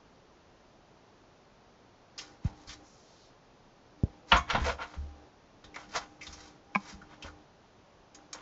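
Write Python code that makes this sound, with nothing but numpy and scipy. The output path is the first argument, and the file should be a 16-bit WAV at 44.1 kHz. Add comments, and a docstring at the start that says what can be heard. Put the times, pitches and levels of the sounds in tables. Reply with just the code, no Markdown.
"""A drawing board is lowered and put away in a small room, close to a computer microphone.
Room noise and mains hum throughout, voice-call band; a suppressor notches the hum between sounds.
From 2.2 s fingers tick and slide on the paper; soft bumps reach the microphone at 2.4 and 4.0 s.
At 4.3 s the board's edge knocks down, scrapes and wobbles, and the desk thumps under the weight.
At 6.75 s something hard taps the desk. Light handling goes on until 8.4 s."""
import sys
import numpy as np
from scipy import signal
from scipy.fft import rfft, irfft, next_fast_len
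from scipy.io import wavfile
from scipy.ndimage import uniform_filter1d, minimum_filter1d

SR = 44100
rng = np.random.default_rng(int(sys.argv[2]) if len(sys.argv) > 2 else 0)


def to_wav(s):
    """Save 16-bit WAV."""
    ch = np.atleast_2d(s).T  # columns
    pcm = np.round(np.clip(ch, -1, 1) * 32767)  # PCM
    wavfile.write(sys.argv[1], SR, pcm.astype(np.int16))


N = 370881

# blows of the board's edge: t/s, level/dB, tilt/(dB/octave), ring share/dB
EDGE_BLOWS = [(4.315, -34, 2, 2), (4.3189, -19, 0.5, 6), (4.491, -42.5, 5.5, 3), (4.5, -31.5, 7, 1.5),
              (4.548, -25, -1, -6.5), (4.655, -40.5, -6.5, 7), (4.692, -34.5, -4.5, -5.5),
              (4.789, -47.5, -6, 9), (4.811, -49, 0.5, 11), (4.937, -48, -2, -2.5), (5.64, -53, -1, -17),
              (5.762, -41, -2, -4), (5.949, -36.5, -1, -4), (7.243, -50, -9, -12), (8.347, -49.5, -5.5, -3)]
# the board's dense ring: f/Hz, level/dB
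WOOD_SPECTRUM = [(100, -26.5), (250, -6.5), (410, -12.5), (510, 4), (640, -2.5), (780, 3.5), (1000, 3.5),
                 (1400, 0), (1700, 0), (2300, -5), (2700, -7.5), (3100, -6.5), (3700, -8.5), (7500, -35.5)]
# handling rumble: f/Hz, level/dB
RUMBLE_SPECTRUM = [(15, -18), (32, -3), (55, 6), (80, -2), (130, -5.5), (190, -4), (280, -13.5),
                   (600, -32.5), (2000, -72.5)]
# mains hum: f/Hz, level/dB
HUM_TONES = [(301, -63), (501, -73), (801, -67)]


def amp(db):
    """Decibels to gain."""
    return 10 ** (np.asarray(db) / 20)


def unit(x):
    """Scale to rms 1."""
    return x / np.sqrt(np.mean(x ** 2) + 1e-20)


def along(points, hz):
    """Interpolate (f/Hz, value) points over log frequency."""
    f, v = np.transpose(points)
    return np.interp(np.log(hz + 1), np.log(f + 1), v)


def seconds(size):
    """Time axis of size samples."""
    return np.arange(size) / SR


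def filtered(x, response):
    """Apply a frequency response."""
    m = next_fast_len(len(x) + SR // 4)
    return irfft(rfft(x, m) * response(np.fft.rfftfreq(m, 1 / SR)), m)[:len(x)]


def noise(spectrum, size):
    """Coloured noise, rms 1."""
    return unit(filtered(rng.standard_normal(size), lambda hz: amp(along(spectrum, hz))))


def resonance(hz, centre_hz, width_hz):
    """Response of one damped mode."""
    return 1j * hz * width_hz / (centre_hz ** 2 - hz ** 2 + 1j * hz * width_hz)


def burst(hz, width_hz, size):
    """Resonant noise band, rms 1."""
    return unit(filtered(rng.standard_normal(size), lambda f: resonance(f, hz, width_hz) ** 2))


def fade(t, t60_s, rise_s):
    """Rise, then exponential decay."""
    return np.exp(-np.log(1000) * t / t60_s) * (1 - np.exp(-t / rise_s))


def ring(modes, t, scatter_db):
    """Modes struck at random strength and phase, starting near rms 1."""
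    hz, db, t60_s = np.transpose(modes)[:, :, None]
    gain = amp(db + scatter_db * rng.standard_normal(hz.shape))
    waves = np.sin(2 * np.pi * (hz * t + rng.random(hz.shape)))
    return np.sum(gain * waves * fade(t, t60_s, 0.0003), axis=0) / np.sqrt(np.sum(gain ** 2) / 2)


def add(track, at_s, sound):
    """Mix a sound into the track."""
    start = round(at_s * SR)
    track[start:start + len(sound)] += sound[:N - start]


def background():
    """Steady room noise and mains hum."""
    # room noise: f/Hz, level/dB
    air_spectrum = [(13, -26.5), (22, -2.5), (75, -5.5), (113, -3), (212, -4.5), (407, -5), (482, -6),
                    (518, -6), (762, -7), (902, -8.5), (2150, -19.5), (6060, -24.5), (7000, -30.5),
                    (9100, -60), (15400, -120)]
    hum = sum(amp(db) * np.sqrt(2) * np.sin(2 * np.pi * (hz * seconds(N) + rng.random()))
              for hz, db in HUM_TONES)
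    return amp(-58.5) * noise(air_spectrum, N) + hum


def paper(hz, broad_db):
    """Response of the sheet and its clip: resonances over a broad hiss."""
    # sheet resonances: f/Hz, width/Hz, level/dB
    sheet_modes = [(1210, 78, 4.5), (1550, 110, -6), (1857, 160, 1), (2390, 140, 0), (3150, 200, -4),
                   (3920, 200, 0.5), (4250, 550, -6), (5030, 240, 1), (5555, 99, 4), (6180, 280, -1),
                   (6680, 95, 2), (7380, 480, -8)]
    # broad hiss: f/Hz, level/dB
    hiss_spectrum = [(300, -16.5), (1200, -0.5), (2000, 0.5), (3000, -7.5), (4300, 4), (5500, -2),
                     (6600, -4.5), (7500, -1.5)]
    peaks = sum((-1) ** k * amp(db) * resonance(hz, centre_hz, width_hz)
                for k, (centre_hz, width_hz, db) in enumerate(sheet_modes))
    return np.hypot(np.abs(peaks), amp(broad_db + along(hiss_spectrum, hz)))


def ticks():
    """Small contacts: a papery click and one damped resonance, set by the spot touched."""
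    # corner, nail and paper contacts: t/s, level/dB, f/Hz, t60/s
    contacts = [(2.178, -40, 5000, 0.19), (2.187, -32, 3200, 0.043), (2.455, -54, 820, .5),
                (2.672, -49.5, 4600, 0.19), (2.693, -45, 3240, .15), (4.041, -35, 420, 0.065),
                (4.361, -27, 1090, 0.15), (4.366, -37, 6600, 0.096), (4.551, -22.5, 855, 0.065),
                (4.66, -34, 545, 0.23), (5.64, -49.5, 3580, 0.09), (5.742, -42, 2100, 0.07),
                (5.7594, -26, 2080, 0.019), (5.96, -28, 780, 0.1), (6.21, -41.5, 2220, 0.11),
                (6.227, -46, 5400, 0.12), (6.267, -37.5, 3550, .055), (6.325, -45.5, 5730, 0.12),
                (6.746, -41, 2570, .03), (6.749, -43, 5000, 0.054), (7.015, -44.5, 1400, 0.059),
                (7.136, -51, 1700, 0.041), (7.223, -38.5, 2960, 0.064), (7.28, -44.5, 1355, 0.064),
                (8.146, -43.5, 6400, 0.058), (8.185, -49.5, 1440, 0.029), (8.329, -30.5, 6870, 0.041)]
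    out, t = np.zeros(N), seconds(SR // 3)
    for at_s, db, pitch_hz, t60_s in contacts:
        click_db = min(12.5 * np.log2(pitch_hz / 3100), 1)  # higher contacts carry more click
        tone = burst(pitch_hz, 0.24 * pitch_hz, len(t))
        click = unit(filtered(rng.standard_normal(len(t)), lambda hz: paper(hz, broad_db=-8)))
        add(out, at_s, amp(db) * unit(tone + amp(click_db) * click) * fade(t, t60_s, 0.002))
    return out


def stroke_gains():
    """Scrape and hiss envelopes: each stroke swells, holds and dies away."""
    # rubbing strokes: t at full speed/s, rise/s, hold/s, release/s, scrape/dB, hiss/dB
    strokes = [(2.213, .02, .01, 0.11, -55, -51.5), (2.453, 0.028, 0.012, .08, -55.5, -58),
               (2.585, .08, .05, 0.062, -78, -62), (2.697, 0.027, .03, 0.049, -56.5, -46.5),
               (4.296, .025, .015, .03, -60, -50), (4.342, 0.022, 0.0096, 0.045, -24, -59),
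               (4.503, 0.031, .055, 0.12, -34.5, -57), (4.658, .08, .045, .04, -34.5, -40.5),
               (4.822, .05, .008, 0.053, -39, -54.5), (4.87, .04, .05, 0.21, -58.5, -60.5),
               (5.798, 0.053, .02, 0.07, -50, -56.5), (5.92, 0.047, .03, .02, -55, -52),
               (5.962, 0.027, 0.021, 0.0085, -30.5, -33), (6.016, .02, .005, .04, -44, -55),
               (6.26, .05, .22, .07, -60.5, -54.5), (6.88, .12, .035, .06, -53.5, -50),
               (7.11, .05, .03, 0.055, -57.5, -67), (7.245, .04, .025, 0.052, -50.5, -55.5),
               (8.348, .02, .02, 0.11, -51, -59)]
    swing_db = 18  # over one rise or release
    t, scrape, hiss = seconds(N), np.zeros(N), np.zeros(N)
    for at_s, rise_s, hold_s, release_s, scrape_db, hiss_db in strokes:
        off_peak = np.maximum((at_s - t) / rise_s, (t - at_s - hold_s) / release_s)
        speed = amp(-swing_db * np.clip(off_peak, 0, 10))
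        scrape = np.maximum(scrape, amp(scrape_db) * speed)
        hiss = np.maximum(hiss, amp(hiss_db) * speed)
    return scrape, hiss


def slips(rate_hz, smooth):
    """Friction: tiny random slips on a smooth rush, bunched as the surfaces catch and let go."""
    sizes = amp(4 * np.clip(rng.standard_normal(N), -2, 2)) * rng.choice([-1, 1], N)
    catch = amp(2.5 * unit(uniform_filter1d(rng.standard_normal(N), size=SR // 150)))
    impulses = unit(sizes * (rng.random(N) < rate_hz / SR))
    return catch * (impulses + smooth * rng.standard_normal(N))


def board_modes(max_t60_s):
    """The board's modes, damped by the hands that hold it."""
    # clear modes: f/Hz, level/dB, t60/s
    modes = [(705, -13, 0.26), (770, -12, 0.18), (926, -5, 0.17), (1066, -8, 0.43), (1195, -11, 0.3),
             (1260, -9, 0.18), (1351, -3, 0.16), (1389, 0, 0.14), (1750, -21, 0.25), (1895, -12, 0.16),
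             (2062, -14, 0.2), (2213, -15, 0.3), (2288, -11, 0.17), (2422, -12, 0.16), (2686, -14, 0.15),
             (2778, -19, 0.16), (3042, -15, 0.12), (3332, -19, 0.23), (3946, -25, 0.25), (4188, -26, 0.18),
             (5604, -31, 0.25), (5760, -33, 0.31)]
    return [(hz, db, min(t60_s, max_t60_s)) for hz, db, t60_s in modes]


def rubbing():
    """The edge scrapes through the board's modes, fingers hiss on the paper, the grip rumbles."""
    scrape, hiss = stroke_gains()
    rumble = amp(-49.5) * (scrape / scrape.max()) ** 0.52
    drag = slips(rate_hz=1000, smooth=0.59)
    dense = unit(filtered(drag, lambda hz: amp(along(WOOD_SPECTRUM, hz))))
    modes = board_modes(max_t60_s=0.24)  # shorter ring when pressed on its support
    clear = filtered(drag, lambda hz: sum(amp(db) * resonance(hz, f, 7 / t60) for f, db, t60 in modes))
    wood = unit(dense + amp(-6) * unit(clear))
    skin = unit(filtered(slips(rate_hz=1500, smooth=0.6), lambda hz: paper(hz, broad_db=-7)))
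    return amp(-2.5) * (scrape * wood + hiss * skin + rumble * noise(RUMBLE_SPECTRUM, N))


def bumps():
    """A soft push clicks faintly, swings ever slower as the contact relaxes, and leaves a shudder."""
    # pushes at the microphone: t/s, level/dB, first f/Hz, last f/Hz, glide/s, rise/s, t60/s, shudder/dB
    pushes = [(2.4488, -6, 223, 30.3, 0.0093, 0.014, 0.062, -36.5),
              (4.0358, -8.5, 280, 70.5, 0.0024, 0.0012, 0.04, -37)]
    out, t = np.zeros(N), seconds(SR // 2)
    for at_s, db, first_hz, last_hz, glide_s, rise_s, t60_s, shudder_db in pushes:
        pitch_hz = last_hz + (first_hz - last_hz) * np.exp(-t / glide_s)
        swing = np.sin(2 * np.pi * np.cumsum(pitch_hz) / SR) * fade(t, t60_s, rise_s)
        click = amp(-33) * rng.standard_normal(len(t)) * fade(t, 0.015, rise_s)
        shudder = amp(shudder_db) * noise(RUMBLE_SPECTRUM, len(t)) * fade(t, 0.32, 0.0025)
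        add(out, at_s, amp(db) * (swing + click + shudder))
    return out


def flexes():
    """Two low bending modes wobble as the board takes or loses weight; the grip rumbles."""
    # weight shifts: t/s, level/dB, f/Hz, t60/s, grip rumble/dB
    shifts = [(2.67, -51, 72.4, 0.43, -51.5), (4.325, -26, 71.8, 0.3, -26.5), (4.53, -37, 72, 0.39, -30),
              (4.575, -20, 71.3, 0.4, -28.5), (4.679, -35, 74.7, 0.15, -45.5),
              (4.965, -26.5, 72.3, 0.46, -45.5), (5.64, -48, 73.4, 0.22, -52.5),
              (6.275, -44.5, 76.3, .5, -54), (6.93, -50, 73.5, 0.48, -50.5), (7.235, -41, 78.7, 0.4, -51)]
    sway_hz, sway_db = 32.6, -10
    out, t = np.zeros(N), seconds(SR)
    sway = amp(sway_db) * np.sin(2 * np.pi * sway_hz * t)
    for at_s, db, pitch_hz, t60_s, grip_db in shifts:
        bend = (np.sin(2 * np.pi * pitch_hz * t) + sway) * fade(t, t60_s, rise_s=0.024)
        grip = noise(RUMBLE_SPECTRUM, len(t)) * fade(t, t60_s, rise_s=0.006)
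        add(out, at_s, amp(db) * bend + amp(grip_db) * grip)
    return out


def finger_glide():
    """Hiss on the paper sinks from a high band to a lower one as the finger slows."""
    start_s, length_s, rise_s, release_s = 2.82, 0.51, 0.051, 0.087
    fast_hz, slow_hz, width_hz = 5750, 4400, 3100
    t = seconds(N) - start_s
    pressure = np.clip(np.minimum(t / rise_s, (length_s - t) / release_s), 0, 1)
    slowing = np.clip(t / length_s, 0, 1)
    fast, slow = burst(fast_hz, width_hz, N), burst(slow_hz, width_hz, N)
    return amp(-64) * pressure * ((1 - slowing) * fast + amp(-0.5) * slowing * slow)


def knocks():
    """Each edge blow rings the board's modes over a wooden clatter; harder contacts are brighter."""
    out, t = np.zeros(N), seconds(SR // 2)
    clatter_envelope = amp(-1) * fade(t, 0.05, 0.0008) + amp(-4) * fade(t, 0.18, 0.003)
    for at_s, db, tilt_db_oct, ring_db in EDGE_BLOWS:
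        clatter = noise(WOOD_SPECTRUM, len(t)) * clatter_envelope
        clear = amp(ring_db - 1) * ring(board_modes(max_t60_s=0.27), t, scatter_db=1)
        blow = filtered(clatter + clear,
                        lambda hz: amp(tilt_db_oct * np.log2(np.clip(hz, 400, 6000) / 1300)))
        add(out, at_s, amp(db) * blow)
    return out


def cracks():
    """A hard edge blow starts with a short, bright crack; soft blows have almost none."""
    out, t = np.zeros(N), seconds(SR // 8)
    hardest_db = max(db for _, db, *_ in EDGE_BLOWS)
    for at_s, db, *_ in EDGE_BLOWS:
        crack = burst(hz=2920, width_hz=570, size=len(t)) * fade(t, t60_s=0.034, rise_s=0.0016)
        add(out, at_s, amp(-9 + 4.6 * (db - hardest_db)) * crack)
    return out


def thumps():
    """The desk top gives a short low note as weight lands on it."""
    # loads on the desk: t/s, level/dB, t60/s
    loads = [(4.322, -30.5, .14), (4.55, -31.5, 0.13), (5.876, -49.5, 0.21), (6.757, -21, .1),
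             (6.925, -43.5, 0.28)]
    desk_hz = 198.6
    out, t = np.zeros(N), seconds(SR // 3)
    for at_s, db, t60_s in loads:
        add(out, at_s, amp(db) * np.sin(2 * np.pi * desk_hz * t) * fade(t, t60_s, rise_s=0.0037))
    return out


def taps():
    """A hard corner snaps on the desk, then the weight lands with a duller clack."""
    # the two contacts: t/s, level/dB, tilt/(dB/octave)
    contacts = [(6.7502, -21, 9.5), (6.757, -17, -2.5)]
    # desk modes: f/Hz, level/dB, t60/s
    desk_modes = [(835, -15, 0.057), (1025, -3, 0.033), (1275, -7, 0.034), (1630, -7.5, 0.031),
                  (2255, -7, 0.035), (2420, -10.5, 0.022)]
    out, t = np.zeros(N), seconds(SR // 3)
    for at_s, db, tilt_db_oct in contacts:
        modes = [(hz, mode_db + tilt_db_oct * np.log2(hz / 1000), t60_s)
                 for hz, mode_db, t60_s in desk_modes]
        clack = ring(modes, t, scatter_db=3)
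        clatter = amp(-14.5) * noise(WOOD_SPECTRUM, len(t)) * fade(t, 0.032, 0.0015)
        add(out, at_s, amp(db) * (clack + clatter))
    return out


def near_reflections(x):
    """Short paths by the desk and the screen add a hollow colour."""
    # reflections: delay/s, gain
    paths = [(.0019, .3), (.0037, -.28), (.0061, .3), (.0089, .25), (.0131, -.2), (.0224, .2)]
    return filtered(x, lambda hz: 1 + sum(gain * np.exp(-2j * np.pi * hz * s) for s, gain in paths))


def room_tail(x):
    """Short wall reverberation, dying fastest near 3 kHz."""
    # room decay: f/Hz, t60/s
    decay_times = [(100, 0.57), (1000, 0.27), (3000, 0.18), (7000, 0.54)]
    hz, t, spectra = signal.stft(rng.standard_normal(SR // 2), SR, nperseg=256)
    decay = np.exp(-np.log(1000) * t / along(decay_times, hz)[:, None])
    _, tail = signal.istft(spectra * decay, SR, nperseg=256)
    tail *= 1 - np.exp(-seconds(len(tail)) / 0.0012)
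    return signal.fftconvolve(x, tail / np.linalg.norm(tail))[:N]


def scene():
    """Handling with its room tail, plus dry low sounds and the background; mono."""
    impacts = knocks() + cracks() + taps()
    handling = impacts + amp(1) * near_reflections(ticks() + rubbing() + finger_glide())
    in_room = handling + amp(-18.5) * room_tail(handling)
    return (in_room + bumps() + thumps() + flexes() + background())[None]


def suppressor(x, threshold_db, depth_db, hold_s):
    """While the input is quiet, notch out the hum and turn the rest down."""
    level_db = 10 * np.log10(np.abs(uniform_filter1d(x ** 2, size=SR // 20)) + 1e-12)
    below = np.clip((threshold_db - level_db) / 2, 0, 1)
    hold_samples = int(hold_s * SR)
    held = minimum_filter1d(below, hold_samples, origin=(hold_samples - 1) // 2)
    quiet = uniform_filter1d(held, size=SR // 25)
    hum = filtered(x, lambda hz: sum(np.exp(-((hz - f) / 4) ** 2) for f, _ in HUM_TONES))
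    return (x - quiet * hum) * amp(depth_db * quiet)


def record(dry):
    """Noise suppression, then the narrow band of a voice call."""
    # low-pass: f/Hz, gain/dB
    call_band = [(7000, 0), (7300, -4), (7600, -13), (7900, -22), (8200, -37), (8340, -60), (8400, -120)]
    x = suppressor(dry[0], threshold_db=-52.5, depth_db=-1.5, hold_s=0.1)
    return filtered(x, lambda hz: amp(along(call_band, hz)))[None]


dry = scene()
out = record(dry)
to_wav(out)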